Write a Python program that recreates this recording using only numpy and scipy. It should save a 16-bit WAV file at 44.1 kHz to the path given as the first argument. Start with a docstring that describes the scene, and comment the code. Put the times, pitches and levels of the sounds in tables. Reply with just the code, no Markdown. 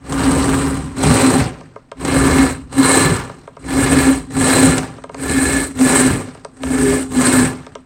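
"""A large hand saw rips a board upright in a vice, in a timber-roofed workshop: five pulls, five pushes, in turn.
The first pull starts at once: torn fibres rasp and ring the steel, the board sways, the bench rumbles.
Teeth snag from early on, noise bursts as splinters snap; from 1.6 s the slack blade knocks in the kerf near
the turns, a steel tick and decaying sines. The second push rasps loudest; the board's twist flares at 6.9 s.
After the last push, near 7.5 s, two more knocks sound over faint air noise."""
import sys
import numpy as np
from scipy import signal
from scipy.fft import rfft, irfft, next_fast_len
from scipy.io import wavfile
from scipy.ndimage import uniform_filter1d

SR = 44100
rng = np.random.default_rng(int(sys.argv[2]) if len(sys.argv) > 2 else 0)


def log_audio(samples):
    """Write samples as a 16-bit WAV file to the path given in sys.argv[1]."""
    # one column per channel
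    frames = np.atleast_2d(samples).T
    # limit to full scale, then quantise
    limited = np.clip(frames, -1, 1)
    pcm = np.round(limited * 32767).astype(np.int16)
    wavfile.write(sys.argv[1], SR, pcm)


N = 346185
T = np.arange(N) / SR


def from_db(db):
    """Decibels to gain."""
    return 10 ** (np.asarray(db) / 20)


def rms_one(x):
    """Scale to unit power."""
    return x / np.sqrt(np.mean(x ** 2) + 1e-20)


def steady(x, window_s):
    """Hold the power at 1 over spans longer than the window."""
    size = max(int(window_s * SR), 2)
    power = np.abs(uniform_filter1d(uniform_filter1d(x ** 2, size), size))
    return x / np.sqrt(power + 1e-12)


def colour(x, points):
    """Causal minimum-phase filter with the given (Hz, dB) spectrum, falling steeply past its ends."""
    size = next_fast_len(len(x) + SR // 4, real=True) * 2
    octave = np.log2(np.maximum(np.fft.rfftfreq(size, 1 / SR), 1))
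    hz, db = np.transpose(points)
    beyond_octaves = np.abs(octave - np.clip(octave, np.log2(hz[0]), np.log2(hz[-1])))
    gain = from_db(np.interp(octave, np.log2(hz), db) - np.minimum(40 * beyond_octaves, 80))
    # folding the cepstrum onto positive time gives minimum phase
    cepstrum = irfft(np.log(gain))[:size // 2]
    cepstrum[1:] *= 2
    response = np.exp(rfft(cepstrum, size))
    return irfft(rfft(x, size) * response)[:len(x)]


def resonate(x, modes):
    """Parallel two-pole resonances of (Hz, width in Hz, gain at the top in dB)."""
    out = 0
    for hz, width_hz, db in modes:
        r = np.exp(-np.pi * width_hz / SR)
        poles = [1, -2 * r * np.cos(2 * np.pi * hz / SR), r * r]
        out = out + from_db(db) * (1 - r * r) / 2 * signal.lfilter([1, 0, -1], poles, x)
    return out


def ring(clicks, hz, t60_s):
    """A unit click sets a decaying sine of height 1 ringing."""
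    r, w = from_db(-60 / (t60_s * SR)), 2 * np.pi * hz / SR
    return signal.lfilter([0, np.sin(w)], [1, -2 * r * np.cos(w), r * r], clicks + 1e-18)


def clicks_at(times_s, db):
    """One single-sample click for each time."""
    out = np.zeros(N)
    out[(np.asarray(times_s) * SR).astype(int)] = from_db(db)
    return out


def decay(clicks, decay_s):
    """Each click becomes an exponentially dying pulse."""
    return signal.lfilter([1], [1, -np.exp(-1 / (decay_s * SR))], clicks + 1e-18)


def crack(clicks, decay_s):
    """Each click becomes a quickly dying burst of noise."""
    return decay(clicks, decay_s) * rng.standard_normal(N)


def drift(per_s):
    """A random wander: straight lines between normal draws, per_s draws a second."""
    knots = rng.standard_normal(4000)
    return np.interp(T * per_s, np.arange(len(knots)), knots)


def swells(rows, width_s):
    """A bell-shaped rise in dB around each (s, dB)."""
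    return sum(db * np.exp(-((T - s) / width_s) ** 2) for s, db in rows)


# Strokes, pull and push in turn. Each row: start in s, attack in s, arm lets up in s, release in s,
# wood rasp, steel hiss, board sway and bench rumble as relative levels in dB, board pitch in Hz,
# kerf resonance, blade ring and blade song near 4 kHz in dB.
STROKES = [(.027, 0.074, .83, 0.1, -19.5, -26, -17.5, -18, 271.6, 7, -4, -2.5),
           (.952, 0.038, 1.46, 0.034, -17, -22, -16, -15.5, 263.2, 1, -10, 1.5),
           (1.973, 0.059, 2.538, 0.033, -17, -23.5, -15.5, -16.5, 267.2, 6.5, 6.5, 1.5),
           (2.712, 0.065, 3.151, 0.053, -13.5, -15, -15, -14, 268.7, 7.5, 7.5, 2),
           (3.617, 0.071, 4.181, 0.037, -17.5, -21.5, -14.5, -18, 267.4, 2.5, 7, -1),
           (4.305, 0.063, 4.79, .046, -15.5, -16.5, -11.5, -14, 264, 1, 5, 0.5),
           (5.145, 0.067, 5.682, 0.031, -20.2, -21.2, -17, -22, 268.6, 0, 10.5, -2.5),
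           (5.75, 0.057, 6.147, 0.06, -15.5, -15, -10.5, -16, 257.1, 1.5, 6.5, -4.5),
           (6.576, 0.079, 7.048, .028, -21.5, -24, -14.5, -22, 261.3, -2, 6.5, -10),
           (7.096, 0.05, 7.502, 0.032, -18, -18.5, -11.5, -17, 254.4, 3, 6, -4)]
COAST_S = .15   # the teeth run on this long after the arm lets up
TOOTH_RATE_SCALE = 85


def arm():
    """Tooth rate, push (1) or pull (0), and the levels, pitch and resonance gains of the stroke under way."""
    start_s, _, let_up_s, _, *settings = np.transpose(STROKES)
    stroke = np.maximum(np.searchsorted(start_s, T) - 1, 0)
    length_s = (let_up_s + COAST_S - start_s)[stroke]
    progress = np.clip((T - start_s[stroke]) / length_s, 0, 1)
    # fastest mid-stroke, never quite still
    teeth_per_s = TOOTH_RATE_SCALE / length_s * (.3 + np.sin(np.pi * progress))
    push = 1. * (stroke % 2)
    controls = [teeth_per_s, push] + [column[stroke] for column in settings]
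    return [uniform_filter1d(control, size=800) for control in controls]


SLACK_DB, COAST_DB_PER_S = -31, -84.5


def stroke_effort(start_s, attack_s, let_up_s, release_s, drop_db):
    """Effort in dB rises from slack, holds, drops as the arm lets up, then dies as the blade coasts."""
    attack_db = SLACK_DB * np.exp(np.minimum((start_s - T) / attack_s, 2))
    release_db = drop_db * (1 + np.tanh((T - let_up_s) / (2 * release_s))) / 2
    coast_db = COAST_DB_PER_S * np.maximum(T - let_up_s - release_s, 0)
    return attack_db + release_db + coast_db


IDLE_DB = -47   # blade resting in the kerf, before a layer's share
MID_PUSH_S = 0.12   # width of the mid-push swell, centre to 1/e in dB


def effort(share, pull_drop_db, push_drop_db, pull_lead_s, push_lead_s, mid_push_db):
    """Effort of all strokes in dB, as felt by a layer that takes a share of its swing and may fade early or late."""
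    gain = from_db(IDLE_DB)
    for k, (start_s, attack_s, let_up_s, release_s, *_) in enumerate(STROKES):
        is_push = k % 2
        lead_s = push_lead_s if is_push else pull_lead_s
        drop_db = push_drop_db if is_push else pull_drop_db
        gain = gain + from_db(stroke_effort(start_s, attack_s, let_up_s - lead_s, release_s, drop_db))
    mid_pushes = [((start_s + let_up_s) / 2, mid_push_db) for start_s, _, let_up_s, *_ in STROKES[1::2]]
    return share * 20 * np.log10(gain) + swells(mid_pushes, MID_PUSH_S)


def tooth_force(teeth_per_s, uneven_db, tear_s, rub):
    """Every tooth enters the wood with its own strength and lets go; the blade's sides rub throughout."""
    travel_teeth = np.cumsum(teeth_per_s) / SR
    chance = rng.standard_normal((4000, 2))
    tooth = np.arange(min(int(travel_teeth[-1]), len(chance)))
    times_s = np.interp(tooth + .15 * chance[tooth, 0], travel_teeth, T)
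    bites = clicks_at(times_s, uneven_db * np.minimum(chance[tooth, 1], 2))
    return steady(rub + decay(bites, tear_s), window_s=0.083)


def fibres(force, grain_db):
    """Fibres break as dense tiny clicks of uneven size, as hard as the teeth press."""
    sizes = from_db(grain_db * rng.standard_normal(N))
    return force * rms_one(rng.standard_normal(N) * sizes)


def patchy(x, patchy_db, per_s):
    """Each clump of fibres has its own pitch: half-octave bands swell independently."""
    size = next_fast_len(N, real=True)
    octave = np.log2(np.maximum(np.fft.rfftfreq(size, 1 / SR), 1))
    spectrum = rfft(x, size)
    centres = np.log2(400) + np.arange(11) / 2
    out = 0
    for share in np.eye(len(centres)):
        band = irfft(spectrum * np.interp(octave, centres, share), size)[:N]
        out = out + band * from_db(patchy_db * drift(per_s))
    return out


# Spectrum of torn wood. 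Each row: frequency in Hz, relative level in dB.
RASP_SPECTRUM = [(280, -12.5), (330, 12), (490, 7), (640, 2), (900, -2.5), (1400, 0), (1900, -3),
                 (2500, -6.5), (3300, -12.5), (4600, -12), (7000, -17.5)]
# Resonances of board, kerf slot and broad blade. Each row: frequency in Hz, width in Hz, gain in dB.
WOOD_MODES = [(545, 20, 7.5), (785, 40, 6.5), (1485, 20, -16)]
KERF_MODES = [(1022, 100, -0.5), (1165, 125, -3), (2813, 24, -8.5)]
BLADE_MODES = [(1722, 51, 4), (2157, 45, -0.5), (2426, 13, -5.5)]


def rasp(force, level_db, kerf_db, blade_db):
    """Torn fibres ring the board, the slot of the kerf and the broad blade."""
    torn = patchy(colour(fibres(force, grain_db=3.5), RASP_SPECTRUM), patchy_db=3.5, per_s=70)
    for modes, db in ((WOOD_MODES, 0), (KERF_MODES, kerf_db), (BLADE_MODES, blade_db)):
        torn += from_db(db) * resonate(fibres(force, grain_db=2.5), modes)
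    return from_db(level_db + 0.08) * steady(torn, window_s=0.054)


# Spectrum of the steel hiss. Each row: frequency in Hz, relative level in dB.
HISS_SPECTRUM = [(2400, -27.5), (3200, -15.5), (5000, -23.5), (6300, -15.5), (7300, -7.5), (7900, -1.5),
                 (8300, 2), (8800, -3.5), (9500, -10), (10500, -16.5), (12200, -21.5), (14000, -19.5),
                 (16000, -25.5)]
# Ring of the steel teeth, then blade song near 4 kHz. Each row: frequency in Hz, width in Hz, gain in dB.
STEEL_MODES = [(4910, 52, -10), (5780, 110, -11), (6910, 160, -12), (8250, 31, -16), (8520, 22, 5)]
SONG_MODES = [(4063, 49, 3), (4180, 100, -7)]


def hiss(force, hiss_db, song_db):
    """The steel teeth ring near 8 kHz and sing an octave lower; a light touch loses the top."""
    steel = patchy(colour(fibres(force, grain_db=1.5), HISS_SPECTRUM), patchy_db=3.0, per_s=70)
    steel += resonate(fibres(force, grain_db=2.5), STEEL_MODES)
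    steel += from_db(song_db) * resonate(fibres(force, grain_db=7.5), SONG_MODES)
    steel = steady(steel, window_s=0.18)
    dull = signal.sosfilt(signal.butter(8, 9300, "low", fs=SR, output="sos"), steel)
    top = signal.sosfilt(signal.butter(8, 9300, "high", fs=SR, output="sos"), steel)
    top_loss_db = 0.6 * np.minimum(hiss_db + 35.5, 0)
    return from_db(hiss_db - 2.5) * (dull + top * from_db(top_loss_db))


# Blade knocks in the kerf. Each row: time in s, relative strength in dB, steel tick relative to the wood in dB.
KNOCKS = [(1.61, -41, -17), (1.76, -34, -25.5), (1.916, -32, -15), (3.296, -33.5, -23), (3.475, -35, -23),
          (3.567, -37, -23), (4.982, -39, -21), (5.039, -31.5, -18), (5.094, -34, -23),
          (5.145, -32.5, -10.5), (6.349, -41, -19), (6.448, -31.5, -13), (6.634, -28, -10),
          (7.666, -37, -14.5), (7.753, -31.5, -14)]
# Ring of the knocked board. 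Each row: frequency in Hz, relative level in dB.
KNOCK_MODES = [(431, 14), (558, 15.5), (665, 14), (960, 14), (1060, 11), (1228, 13.5), (1350, 8),
               (1580, 6.5), (2160, 4)]
# Spectrum of the steel tick. Each row: frequency in Hz, relative level in dB.
TICK_SPECTRUM = [(600, 22), (1500, 12), (3000, 15), (4700, 8), (6000, 9), (7400, 3), (8400, 14),
                 (10200, -14), (12000, -56)]
KNOCK_T60_AT_900_HZ_S = .05


def knocks(wood_lag_s):
    """A steel tick, then the hollow ring of the board as the blade slaps the kerf wall; higher modes die sooner."""
    times_s, db, tick_db = np.transpose(KNOCKS)
    strength_db = rng.standard_normal((len(times_s), len(KNOCK_MODES)))
    wood = 0
    for k, (hz, mode_db) in enumerate(KNOCK_MODES):
        blows = clicks_at(times_s + wood_lag_s, db + mode_db + strength_db[:, k])
        t60_s = KNOCK_T60_AT_900_HZ_S * np.sqrt(900 / hz)
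        wood += (-1) ** k * ring(blows, hz, t60_s)
    tick = colour(crack(clicks_at(times_s, db + tick_db), decay_s=.0015), TICK_SPECTRUM)
    tick = signal.sosfilt(signal.butter(8, 9800, fs=SR, output="sos"), tick)
    return from_db(-10.0) * wood + from_db(14.0) * tick


# A tooth snags and snaps a splinter. Each row: time in s, relative strength in dB.
SNAGS = [(0.123, -22), (.969, -34), (1.035, -16), (2.049, -20), (2.113, -26), (2.727, -31), (3.124, -36),
         (3.164, -24.5), (4.306, -36), (4.78, -15.5), (5.789, -26), (5.811, -21), (7.118, -31)]
# Spectrum of the snap. Each row: frequency in Hz, relative level in dB.
SNAP_SPECTRUM = [(300, 14.5), (1000, 10), (3000, 0), (4500, -3.5), (6000, -3), (8300, 4), (11000, -15),
                 (16000, -50)]


def snags():
    """Splinters snap with a short bright crack."""
    times_s, db = np.transpose(SNAGS)
    return from_db(4.0) * colour(crack(clicks_at(times_s, db), decay_s=0.0074), SNAP_SPECTRUM)


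def chatter(hz, wander, flutter_db):
    """A mode kept swinging by the teeth: one tone, its pitch and strength unsteady."""
    phase = 2 * np.pi * np.cumsum(hz * (1 + wander * drift(per_s=35))) / SR
    return rms_one(np.sin(phase) * from_db(flutter_db * drift(per_s=45)))


# The board shudders in the vice. Each row: time in s, swell of the sway in dB.
SHUDDERS = [(.27, 10), (1.26, 10.5), (2.8, 18), (3.95, 6), (4.1, 4), (4.41, 10.5), (5.82, 7.5), (6.05, 3),
            (7.19, 8.5)]
# The board jolted in the vice. Each row: frequency in Hz, width in Hz, gain in dB.
JOLTED_BOARD_MODE = [(272, 50, 0)]
SHUDDER_S = 0.036
TWIST_HZ, TWIST_DB = 409.4, -14.5   # level relative to the unswelled sway


def board(force, level_db, board_hz):
    """The board's free end sways, mostly lower as the kerf deepens, and twists at a higher pitch."""
    sway = from_db(swells(SHUDDERS, SHUDDER_S)) * chatter(board_hz, wander=0.0118, flutter_db=4.5)
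    flare_db = swells([(6.88, 13.8)], width_s=0.097)
    twist = from_db(TWIST_DB + flare_db) * chatter(TWIST_HZ, wander=0.0292, flutter_db=-1.0)
    jolts = resonate(resonate(fibres(force, grain_db=3.0), JOLTED_BOARD_MODE), JOLTED_BOARD_MODE)
    return from_db(level_db) * (sway + twist + from_db(-8.0) * rms_one(jolts))


# Spectra of the bench rumble. Each row: frequency in Hz, relative level in dB.
BENCH_PULL_SPECTRUM = [(32, -33), (48, -7), (62, 0), (80, -0.5), (100, -12), (125, -4.5), (160, 0),
                       (195, -14), (260, -5)]
BENCH_PUSH_SPECTRUM = [(32, -28), (48, -12), (62, -6.5), (80, -10), (100, -2), (120, -3), (160, -0.5),
                       (195, -10), (260, -5)]
# The blade binds and jolts the bench. Each row: time in s, swell of the rumble in dB.
JOLTS = [(1.11, 9), (1.43, 7), (3.135, 8), (4.68, 3.5), (6.12, 8), (7.455, 4)]
JOLT_S = 0.057


def bench(force, level_db, push):
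    """The drag of the saw shakes vice and bench, deeper on the pull."""
    drag = fibres(force, grain_db=2.0)
    pushed = push * colour(drag, BENCH_PUSH_SPECTRUM)
    pulled = (1 - push) * colour(drag, BENCH_PULL_SPECTRUM)
    return from_db(level_db + swells(JOLTS, JOLT_S)) * steady(pushed + pulled, window_s=0.16)


WORKSHOP_T60_S = 0.18


def workshop(x, wet_db, wall_hz):
    """A short, dull, diffuse echo off rafters and clutter: decaying noise after a 4 ms gap."""
    t = T[:SR // 2]
    tail = rng.standard_normal(len(t)) * from_db(-60 * t / WORKSHOP_T60_S) * (t > .004)
    tail /= np.linalg.norm(tail)
    tail = signal.sosfilt(signal.butter(1, min(wall_hz, SR / 3), fs=SR, output="sos"), tail)
    return x + from_db(wet_db) * signal.fftconvolve(x, tail)[:N]


# Spectrum of the air noise. Each row: frequency in Hz, relative level in dB.
AIR_SPECTRUM = [(20, 12), (160, 3), (1500, -14), (16000, -48)]


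def air(level_db):
    """Steady noise, weighted to the lows."""
    return from_db(level_db) * rms_one(colour(rng.standard_normal(N), AIR_SPECTRUM))


# How each layer follows the effort. Each lists: share in dB per dB, drop ending a pull in dB, drop ending
# a push in dB, earlier fade on a pull in s, earlier fade on a push in s, swell mid-push in dB.
# Drops act before the share.
RASP_FOLLOWS = (1.0, -29.5, -18, .0, .0, 1)
HISS_FOLLOWS = (1.0945, -27.5, -23.5, -0.01, 0.0166, 1.5)
SWAY_FOLLOWS = (1.0, -22.5, -20.5, -0.01, 0.02, -2.5)
RUMBLE_FOLLOWS = (.86, -11, -16.5, 0.08, 0.03, -7)
BLADE_RING_DB_PER_DB = 0.41   # the broad blade rings out of the rasp only under effort


def scene():
    """The arm's effort sets the saw, board and bench levels; one tooth force drives all three."""
    teeth_per_s, push, rasp_db, hiss_db, sway_db, rumble_db, board_hz, kerf_db, blade_db, song_db = arm()
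    force = tooth_force(teeth_per_s, uneven_db=4.0, tear_s=0.01, rub=0.96)
    bite_db = effort(*RASP_FOLLOWS)
    wood = rasp(force, rasp_db + bite_db, kerf_db, blade_db + BLADE_RING_DB_PER_DB * bite_db)
    steel = hiss(force, hiss_db + effort(*HISS_FOLLOWS), song_db)
    saw = wood + steel + knocks(wood_lag_s=0.00131) + snags()
    sway = board(force, sway_db + effort(*SWAY_FOLLOWS), board_hz)
    rumble = bench(force, rumble_db + effort(*RUMBLE_FOLLOWS), push)
    echoed = workshop(saw, wet_db=-12.0, wall_hz=6700)
    return (echoed + sway + rumble + air(level_db=-54.0))[None]


CEILING, CUTOFF_HZ = .93, 15800


def record(dry):
    """The highest peaks are rounded and the top is cut."""
    rounded = dry / (1 + (dry / CEILING) ** 8) ** (1 / 8)
    return signal.sosfilt(signal.ellip(12, .1, 80, CUTOFF_HZ, fs=SR, output="sos"), rounded)


dry = scene()
out = record(dry)
log_audio(out)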